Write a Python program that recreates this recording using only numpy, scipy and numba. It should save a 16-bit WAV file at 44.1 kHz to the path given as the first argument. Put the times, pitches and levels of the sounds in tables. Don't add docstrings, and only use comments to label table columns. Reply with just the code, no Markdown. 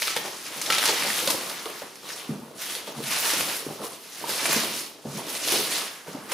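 import sys
import numpy as np
from scipy import signal
from scipy.fft import rfft, irfft, next_fast_len
from scipy.io import wavfile
from scipy.ndimage import map_coordinates
from numba import njit

SR = 44100
rng = np.random.default_rng(int(sys.argv[2]) if len(sys.argv) > 2 else 0)


def int16_out(signal):
    q = np.round(np.clip(np.atleast_2d(signal).T, -1, 1) * 32767)
    wavfile.write(sys.argv[1], SR, q.astype(np.int16))


def natural_amplitude(level_db):
    exponent = np.asarray(level_db, float) / 20
    return 10 ** exponent


N = 279153
PORT_LAG_S = 1.3e-5


def level(x, db):
    return x * natural_amplitude(db) / np.sqrt(np.mean(x ** 2))


def read(table, hz):
    table_hz, table_db = np.transpose(table)
    return np.interp(np.log(hz), np.log(table_hz), table_db)


def colour(x, table):
    n = next_fast_len(N + 4096)
    hz = np.arange(1, n // 2 + 2) * SR / n
    return irfft(rfft(x, n) * natural_amplitude(read(table, hz)), n)[..., :N]


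@njit
def rings(start, pole, left, right, n):
    out = np.zeros((2, n))
    for k in range(len(start)):
        z, i = 1 + 0j, start[k]
        while i < n and z.real * z.real + z.imag * z.imag > 1e-4:
            out[0, i] += (left[k] * z).imag
            out[1, i] += (right[k] * z).imag
            z *= pole[k]
            i += 1
    return out


def grains(s, hz, t60, db, pan_db, lag_s=0., sign=1):
    start = np.clip(s * SR, 0, N).astype(np.int64)
    pole = np.exp((2j * np.pi * np.clip(hz, 40, .45 * SR) - np.log(1000) / t60) / SR)
    turn = np.exp(1j * np.pi * hz * lag_s)
    left = sign * natural_amplitude(db + pan_db / 2) * turn
    right = sign * natural_amplitude(db - pan_db / 2) / turn
    return rings(start, pole, left, right, N)


def fading(kicks, fade_s):
    return signal.lfilter([1], [1, -np.exp(-1 / (fade_s * SR))], kicks)


def avalanches(rate, fade_s, depth_db):
    wave = fading(rng.random(N) < rate / SR, fade_s)
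    return depth_db * (wave - wave.mean()) / wave.std()


def after(rows, below_db, fade_s):
    rows = np.array(rows)
    kicks = np.zeros(N)
    np.add.at(kicks, (rows[:, 0] * SR).astype(int), natural_amplitude(rows[:, 1] + below_db))
    return fading(kicks, fade_s)


def efforts(rows):
    s, db, build_s, release_s = np.transpose(rows)[..., None]
    t = np.arange(0, N, 64) / SR
    away = np.where(t < s, (s - t) / build_s, (t - s) / release_s)
    strength = np.sqrt(np.sum(natural_amplitude(db - 20 * away) ** 2, axis=0))
    return np.interp(np.arange(N) / SR, t, strength)


def hands_pan_db(t):
    return .4 - .3 * t


def swarm(count, table, cycles, scatter_db, wide_db, gain_db):
    when, size, pitch, place = rng.random((count, 4)).T
    s = when * N / SR
    low, high = np.log(np.array(table)[[0, -1], 0])
    hz = np.exp(low + (high - low) * pitch)
    db = read(table, hz) + 20 * np.log10(hz) - scatter_db * np.log(1 - .995 * size)
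    t60 = cycles / hz + 0.0006
    unit = np.sqrt(np.sum(natural_amplitude(db) ** 2 * t60) * SR / N / (4 * np.log(1000)))
    side = 2 * place - 1
    sign = np.where(np.arange(count) % 2, 1, -1)
    pan_db = hands_pan_db(s) + wide_db * side
    return grains(s, hz, t60, db + gain_db(s, hz), pan_db, PORT_LAG_S * side, sign) / unit


# hardest_s, crackle_db, build_up_s (its last 20 dB), release_s (its first 20 dB)
TUGS = [(0.021, -30.5, 0.05, 0.19), (0.096, -36.0, 0.15, 0.67), (0.106, -32.0, 0.05, 0.04),
        (0.281, -38.0, 0.05, 0.03), (0.483, -39.5, 0.23, 0.03), (0.544, -38.5, 0.08, 0.18),
        (0.742, -27.0, 0.19, 0.39), (0.811, -26.5, 0.01, 0.58), (0.892, -24.0, 0.08, 0.05),
        (1.098, -32.0, 0.57, 0.01), (1.185, -29.0, 0.31, 0.27), (1.303, -23.5, 0.01, 0.025),
        (1.331, -40.0, 0.26, 0.7), (1.396, -36.5, 0.16, 0.7), (1.79, -43.5, 2.44, 0.16),
        (2.093, -40.0, 0.11, 0.18), (2.162, -41.0, 0.01, 0.34), (2.467, -57.5, 0.04, 0.38),
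        (2.618, -34.5, 0.06, 0.21), (2.706, -34.0, 0.04, 0.22), (2.87, -38.5, 0.04, 0.07),
        (2.97, -44.5, 0.02, 0.16), (3.027, -41.0, 0.01, 0.5), (3.079, -33.5, 0.08, 0.07),
        (3.109, -30.0, 0.02, 0.36), (3.179, -31.0, 0.14, 0.35), (3.261, -28.0, 0.15, 0.19),
        (3.394, -30.5, 0.52, 0.3), (3.492, -32.5, 0.02, 0.16), (3.57, -35.5, 0.16, 0.02),
        (3.742, -46.0, 0.25, 0.12), (3.839, -37.5, 0.06, 0.08), (3.96, -44.0, 0.21, 0.04),
        (4.211, -41.5, 0.31, 0.12), (4.297, -31.5, 0.07, 0.28), (4.406, -33.5, 0.08, 0.09),
        (4.45, -30.0, 0.04, 0.03), (4.526, -26.0, 0.01, 0.09), (4.53, -26.5, 0.17, 0.09),
        (4.608, -29.5, 0.36, 0.25), (4.806, -34.0, 0.8, 0.11), (5.189, -38.0, 0.21, 0.18),
        (5.303, -36.0, 0.06, 0.02), (5.375, -33.0, 0.19, 0.02), (5.453, -31.5, 0.11, 0.01),
        (5.522, -23.0, 0.15, 0.3), (5.718, -27.5, 0.06, 0.26), (6.075, -46.0, 0.02, 0.92),
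        (6.295, -39.5, 0.02, 0.14), (6.324, -31.5, 0.03, 0.05)]
# start_s, fine_creases_db, broad_folds_db
GRIPS = [(0.0, -2, -8.5), (0.2, -3.5, 1.5), (0.63, -1.5, -2.5), (0.75, -5.5, -6), (1.0, -4, .5),
         (1.3, 0, -5), (1.6, -3, 0), (2.2, -2.5, -2), (2.62, 1.5, -5), (2.9, -3.5, -3.5), (3.2, -1, -1.5),
         (3.45, 0, 0), (3.8, -1, -5), (4.45, -2, 1), (4.85, -3.5, -9), (5.2, -1, -3.5), (5.6, -2.5, -7.5),
         (6.0, -3, 3)]
# pitch_hz, level_db (per Hz)
FILM_SPECTRUM = [(530, -28), (900, -2), (1420, -7), (2690, -2), (5840, -4.3), (7860, -11.5), (10300, -9),
                 (15500, -5)]
# pitch_hz, level_db
SMALL_FACET = [(30, -28), (150, -26), (700, -2.5), (1200, 0)]


def crackle(rush_db):
    shaken = after(folds(), below_db=-17, fade_s=.004)
    pull_db = 20 * np.log10(efforts(TUGS) * natural_amplitude(1.7 + rush_db) + shaken)
    grip_s, fine_db, broad_db = np.transpose(GRIPS)
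    patches = rng.standard_normal((400, 30))

    def gain_db(t, hz):
        fine = (np.interp(t, grip_s, fine_db) + 2.0) * np.clip(np.log2(hz / 4500), 0, 1.2)
        broad = (np.interp(t, grip_s, broad_db) + 4.0) * np.clip(np.log2(3300 / hz), 0, 1.2)
        patch = 3 * map_coordinates(patches, [t * 30, np.log2(hz / 500) * 3], order=1)
        return pull_db[(t * SR).astype(int)] + fine + broad + patch

    clicks = swarm(count=120000, table=FILM_SPECTRUM, cycles=5.8, scatter_db=1.0, wide_db=8.5, gain_db=gain_db)
    return colour(clicks, SMALL_FACET)


# hardest_s, drumming_db, build_up_s (last 20 dB), release_s (first 20 dB)
RUBS = [(0.167, -39.0, 0.02, 0.22), (0.263, -36.5, 0.03, 0.14), (0.582, -40.5, 0.27, 0.19),
        (0.709, -31.5, 0.08, 0.03), (0.891, -33.0, 0.02, 0.1), (1.045, -33.0, 0.28, 0.07),
        (1.307, -31.5, 0.26, 0.38), (1.661, -34.5, 0.006, 0.12), (1.825, -39.5, 0.01, 0.12),
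        (2.038, -41.5, 0.01, 0.28), (2.342, -41.5, 0.51, 0.53), (2.611, -45.0, 0.17, 0.13),
        (2.711, -40.0, 0.01, 0.36), (2.88, -38.0, 0.02, 0.16), (2.966, -37.5, 0.06, 0.35),
        (3.405, -34.5, 0.14, 0.4), (3.671, -37.5, 0.03, 0.29), (3.804, -32.5, 0.03, 0.16),
        (4.231, -36.5, 0.09, 0.74), (4.441, -37.0, 0.02, 0.62), (4.565, -30.5, 0.28, 0.25),
        (5.056, -38.5, 0.02, 0.31), (5.203, -35.5, 0.14, 0.4), (5.539, -30.0, 0.13, 0.28),
        (5.803, -39.5, 0.18, 0.17), (6.073, -37.5, 0.02, 0.16), (6.138, -40.0, 0.03, 0.64),
        (6.321, -36.5, 0.03, 0.16)]
# pitch_hz, level_db (per Hz)
CARD_SPECTRUM = [(53, -53), (90, -23), (128, -25), (268, -1), (516, 6), (656, 0), (1150, -1.5), (1820, -18)]


def drumming(rush_db):
    drag_db, boom_under_card_db = -12, -19
    drag = np.hypot(efforts(TUGS) * natural_amplitude(drag_db), efforts(RUBS))
    shudder = after(PALMS, below_db=-12, fade_s=.06)
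    card_db = 20 * np.log10(drag)
    boom_db = 20 * np.log10(drag * natural_amplitude(boom_under_card_db) + shudder)

    def gain_db(t, hz):
        i = (t * SR).astype(int)
        return np.where(hz > 230, card_db[i] - 2.5, boom_db[i] + 19.5) + 0.29 * rush_db[i]

    card = swarm(count=9000, table=CARD_SPECTRUM, cycles=11.1, scatter_db=2.0, wide_db=4.5, gain_db=gain_db)
    return colour(card, [(30, -20), (100, 3.5), (1500, 0.5), (4000, -19)])


# pitch_hz, level_db (per Hz)
AIR_SPECTRUM = [(30, -12), (197, 2), (432, 4), (691, -10), (1080, -9), (2020, -13), (5170, -18),
                (15500, -34)]


def room_air():
    mid, side = colour(rng.standard_normal((2, N)), AIR_SPECTRUM)
    return level(mid + 0.52 * side * np.array([[1], [-1]]), -53)


# start_s, level_db, ring_hz, brightness_db
TICKS = [(0.0009, -29, 3700, -3), (0.0222, -20, 2150, -5), (0.0293, -25, 2800, -9),
         (0.1775, -30, 3190, -14), (0.0745, -23, 4000, -3), (0.3835, -39, 1720, -4), (0.4414, -38, 8440, 3),
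         (0.5222, -38, 4820, 1), (0.5467, -36, 3790, -3), (0.0802, -25, 2400, -5), (0.6175, -27, 7320, 2),
         (0.6589, -31, 5680, -2), (0.7036, -17, 3000, -9), (0.7552, -20, 2760, -12),
         (0.7851, -17, 3960, -7), (0.8305, -24, 4820, -8), (0.877, -19, 2200, -4), (1.1019, -23, 1980, -8),
         (1.1263, -29, 4910, -7), (3.3345, -22, 9500, 3), (1.495, -34, 4480, -6), (1.5693, -35, 4390, -5),
         (1.8197, -29, 1700, -8), (2.0333, -46, 5600, -1), (2.1071, -35, 1460, -14),
         (2.1645, -39, 4910, -10), (2.1974, -39, 3790, -7), (2.3381, -45, 1210, -6),
         (2.6978, -34, 4740, -8), (2.7806, -35, 3700, -12), (2.8774, -38, 4910, -8),
         (2.9786, -37, 1980, -10), (3.4326, -27, 8790, 3), (3.6571, -38, 9220, 1), (4.0517, -45, 6120, -2),
         (4.2168, -38, 3010, -12), (5.1682, -39, 6980, -1), (5.2405, -38, 9990, 4), (5.2904, -34, 2330, -4),
         (5.2959, -33, 4740, -8), (5.4206, -30, 5600, -1), (3.2725, -23, 9800, 4), (5.8217, -30, 4740, -5),
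         (5.8541, -33, 3620, -14), (5.88, -33, 3530, -14), (5.9349, -40, 2580, -12),
         (6.2976, -37, 3450, -3), (6.32, -28, 1210, -2)]
# start_s, level_db, ring_hz, brightness_db
SNAPS = [(0.0197, -19.5, 4300, -5), (0.0722, -24, 2800, -8), (0.0785, -23, 2500, -9),
         (0.1640, -15.5, 3700, -3), (0.172, -25, 3400, -14), (0.6152, -21, 7000, 2),
         (0.7016, -13, 2000, -4), (0.7213, -17.5, 3400, -12), (0.7493, -21, 4570, -1),
         (0.7829, -16, 3900, -2), (0.854, -18, 6500, 4), (0.8567, -15.5, 6300, 1), (1.1019, -20, 1980, -12),
         (1.2751, -15, 3700, 2), (1.4979, -27, 4820, -2), (2.8748, -36, 1030, -2), (3.3031, -20, 5000, -3),
         (4.4565, -20, 2400, -16), (4.5085, -21, 2500, -12), (3.113, -24, 4500, -3),
         (6.3173, -22, 1400, -1)]
GIVES_LATER_S = (0, .0027, .0085)
GIVES_DB = (0, -3, -8)
# start_s, level_db, ring_hz, brightness_db
POPS = [(0.251, -30, 1850, -8), (0.2587, -31, 3100, -8), (0.4649, -31, 1850, -1), (0.5746, -28, 1510, -7),
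        (0.6628, -22, 3500, -3), (0.7245, -16.5, 3060, -9), (0.742, -20, 3060, -13),
        (0.796, -21, 3100, -10), (0.8289, -22, 1980, -8), (0.8389, -15.5, 1900, 0), (0.8875, -19, 3750, -8),
        (1.0239, -20, 2330, -10), (1.0349, -21, 4010, 5), (1.1902, -25, 2800, -3), (1.1999, -24, 5640, 0),
        (1.3040, -17, 2700, 2), (1.6571, -23, 3000, -12), (1.9562, -37, 8960, 5), (2.1034, -28, 1680, -11),
        (2.7511, -26, 3830, -7), (3.0394, -30, 4500, 4), (3.3371, -19, 6070, 0), (3.4084, -17.5, 2630, 1),
        (5.3511, -24, 5250, -7), (5.4511, -26, 2930, 0), (5.4768, -19, 3530, -4), (5.4853, -18.5, 3010, -9),
        (5.5226, -17, 3450, -12), (5.7243, -25, 3660, -4), (5.7501, -24, 2630, -7)]


def folds():
    rips = [np.array(SNAPS) + [s, db, 0, 0] for s, db in zip(GIVES_LATER_S, GIVES_DB)]
    return np.vstack(rips + [POPS, TICKS])


def snaps(count=15):
    s, db, hz, bright_db = folds().T[..., None]
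    lag, pitch, place = np.moveaxis(rng.random((len(s), count, 3)), 2, 0)
    late = lag ** 1.6
    own = np.arange(count) % 3 == 0
    ring = np.where(own, hz * np.exp(.14 * (pitch - .5)), 2200 * 6.5 ** pitch)
    t60 = 5 / ring + 0.0008
    tilt_db = (bright_db + 3.5) * np.clip(np.log2(ring / 3000) / 1.3, 0, 1.1)
    share_db = -8 * late + np.where(own, 0, -0.5 + tilt_db)
    share_db -= 10 * np.log10(np.sum(natural_amplitude(share_db) ** 2 * t60 * 1000, axis=1)[:, None])
    when = s + .0009 * late
    buckle = np.where(place[:, :1] < .5, 1, -1) * np.ones_like(place)
    clicks = grains(when.ravel(), ring.ravel(), t60.ravel(), (db + 12.5 + share_db).ravel(),
                    3 * (place.ravel() - .5), sign=buckle.ravel())
    return colour(clicks, SMALL_FACET)


@njit
def walls(x, lags, gain, damp):
    line, soft, out = np.zeros((8, 4096)), np.zeros(8), np.zeros((2, len(x)))
    for i in range(len(x)):
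        total = 0.
        for k in range(8):
            soft[k] += (1 - damp) * (gain[k] * line[k, (i - lags[k]) & 4095] - soft[k])
            total += soft[k]
            out[k % 2, i] += soft[k]
        for k in range(8):
            line[k, i & 4095] = x[i] + soft[k] - total / 4
    return out


def room(near):
    t60_s, damp, room_db = 0.46, 0.16, -13
    lags = np.array([149, 283, 431, 617, 829, 1093, 1361, 1699])
    left, right = walls(near.mean(axis=0), lags, natural_amplitude(-60 * lags / SR / t60_s), damp)
    mid = (left + right) / 2
    side = colour((left - right) / 2, [(30, 7), (100, -20), (800, -1.5), (12000, -2)])
    return natural_amplitude(room_db) * (mid + side * np.array([[1], [-1]]))


# start_s, level_db, panel_hz, t60_s
TAPS = [(0.1632, -29.5, 870, .027), (0.1652, -28, 479, .027), (0.2503, -36, 800, .03),
        (0.701, -32, 1304, .027), (0.7029, -25, 546, .02), (0.7769, -33, 840, .025),
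        (0.8888, -24, 880, .012), (0.8895, -31.5, 415, .091), (1.227, -33.5, 520, .049),
        (1.2753, -24.5, 543, .035), (1.2884, -31, 1035, .059), (1.6588, -36, 1160, .016),
        (1.6612, -36, 460, .02), (1.8195, -28, 560, .013), (2.3378, -36, 424, .029),
        (2.8748, -36, 600, .02), (3.0037, -28.5, 447, .022), (3.1664, -35, 746, .027),
        (3.666, -28.5, 405, .016), (3.828, -36, 420, .03), (4.2404, -28, 950, .02),
        (4.4537, -33, 665, .048), (4.5598, -34, 437, .065), (4.5693, -26, 484, .017),
        (5.0517, -37, 400, .056), (5.1915, -34, 690, .03), (5.189, -35, 920, .03), (3.705, -40, 800, .03),
        (3.838, -36, 1020, .03), (5.0545, -33, 700, .015), (0.08, -34, 1300, .02), (6.155, -36, 750, .02),
        (5.5376, -23.5, 430, .014), (5.5603, -29, 371, .039), (6.082, -33, 448, .019),
        (6.3185, -34.5, 444, .032)]
# start_s, level_db, panel_hz, t60_s
PALMS = [(0.165, -40, 230, .04), (0.56, -45, 200, .04), (0.70, -38, 230, .04), (1.07, -35, 220, .06),
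         (1.28, -36, 240, .06), (2.2925, -22, 245, .04), (2.304, -32, 148, .11), (2.9681, -37, 230, .2),
         (2.9736, -31.5, 141, .064), (3.0352, -36, 140, .079), (3.3338, -29, 343, .03),
         (3.41, -41, 220, .05), (3.6655, -27, 260, .018), (3.685, -41, 150, .08), (5.145, -37, 190, .06),
         (5.165, -37, 200, .04), (4.497, -33, 218, .06), (4.5606, -28, 231, .094), (5.0517, -33, 228, .078),
         (5.067, -34, 139, .16), (5.5227, -28.5, 369, .046), (6.077, -39, 170, .08),
         (6.1489, -29, 265, .035)]


def knocks(count=5):
    s, db, hz, t60 = np.vstack([PALMS, TAPS]).T
    t60 = np.clip(1.6 * t60, .01, .4)
    late, pitch = np.moveaxis(rng.random((len(s), count, 2)), 2, 0)
    near_hz = hz[:, None] * np.exp(1.4 * (pitch - .5))
    rattle_s = s[:, None] + .045 * late ** 2
    rattle_db = db[:, None] - 6 - 8 * late
    rattle = grains(rattle_s.ravel(), near_hz.ravel(), (9 / near_hz).ravel(), rattle_db.ravel(), 0.)
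    pad = grains(s, hz, np.minimum(2.4 / hz, .4 * t60), db + 7, 0.)
    panel = grains(s, hz, t60, db + 7.5, 0.)
    return pad - panel + rattle


# start_s, level_db, pitch_hz, t60_s
RINGS = [(0.1028, -32, 4950, 0.025), (0.1626, -33, 5000, 0.025), (0.1656, -29, 470, 0.04),
         (0.1706, -30, 3450, 0.025), (0.2534, -34, 520, 0.04), (0.6146, -35, 2020, 0.025),
         (0.7014, -27, 2840, 0.025), (0.7014, -27, 3230, 0.025), (0.7014, -27, 4130, 0.025),
         (0.7024, -20, 1380, 0.04), (0.709, -20, 1330, 0.035), (0.7290, -20, 2500, 0.025),
         (0.7473, -28, 4480, 0.025), (0.7822, -27, 4010, 0.025), (0.8541, -27, 5810, 0.025),
         (0.894, -26, 900, 0.03), (0.9299, -30, 470, 0.04), (1.1025, -25, 1900, 0.025),
         (1.2741, -24, 3600, 0.025), (1.303, -26, 2630, 0.025), (2.42, -42, 880, 0.04),
         (1.658, -37, 1250, 0.04), (1.6595, -27, 430, 0.025), (1.8195, -36, 900, 0.03),
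         (2.8785, -35, 430, 0.04), (3.232, -27, 2900, 0.04), (3.2506, -29, 4440, 0.025),
         (3.3095, -29, 5680, 0.025), (3.3394, -31, 560, 0.04), (3.4082, -28, 2630, 0.025),
         (3.8123, -34, 430, 0.04), (3.8453, -30, 470, 0.04), (4.254, -33, 900, 0.04),
         (4.4569, -28, 1680, 0.025), (4.4579, -27, 2370, 0.025), (4.5287, -23, 2450, 0.025),
         (4.5716, -25, 470, 0.04), (4.6335, -31, 340, 0.04), (4.832, -38, 390, 0.04),
         (5.4885, -31, 470, 0.04), (5.5214, -27, 2930, 0.025), (5.5943, -29, 430, 0.04),
         (5.7409, -33, 390, 0.04), (6.3176, -37, 1590, 0.025), (6.3186, -32, 990, 0.04),
         (6.3196, -36, 3400, 0.025),
         (0.1656, -38, 1850, 0.05), (0.7024, -33, 860, 0.05), (0.7223, -29, 2260, 0.05),
        (0.7692, -33, 1230, 0.05), (1.2811, -33, 370, 0.05), (1.3799, -37, 340, 0.05),
        (1.6592, -36, 430, 0.05), (1.8209, -42, 780, 0.05), (2.1022, -44, 1770, 0.05),
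        (2.31, -35, 420, 0.07), (2.8755, -41, 880, 0.05), (3.3354, -34, 540, 0.05),
        (3.6647, -35, 390, 0.05), (3.8413, -39, 800, 0.05), (4.3072, -38, 2000, 0.05),
        (4.4529, -34, 1510, 0.05), (4.5596, -33, 2130, 0.05), (5.0555, -38, 340, 0.05),
        (5.5214, -33, 800, 0.05), (5.5274, -33, 650, 0.05), (5.5464, -35, 820, 0.05)]


def singing():
    s, db, hz, t60 = np.array(RINGS).T
    t60 = np.clip(t60, .015, .2)
    rise_t60 = np.minimum(.006, .6 * t60)
    return grains(s, hz, t60, db + 5, 0.) - grains(s, hz, rise_t60, db + 5, 0.)


def scene():
    rush_db = avalanches(rate=45.0, fade_s=0.012, depth_db=.7)
    near = crackle(rush_db) + drumming(rush_db) + snaps() + knocks() + singing()
    return near + room(near) + room_air()


def band_limit(x):
    return signal.sosfilt(signal.butter(12, 15900, fs=SR, output="sos"), x)


# pitch_hz, level_db
MIC = [(30, -19.5), (90, -13), (140, -3), (6500, 1), (8000, 0), (10000, 3.5), (13000, -5), (14800, -6.5),
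       (15600, -12)]


def record(dry):
    top_cut = signal.ellip(8, .2, 70, 15450, fs=SR, output="sos")
    mix = signal.sosfilt(top_cut, colour(dry, MIC))
    return band_limit(mix)


dry = scene()
out = record(dry)
int16_out(out)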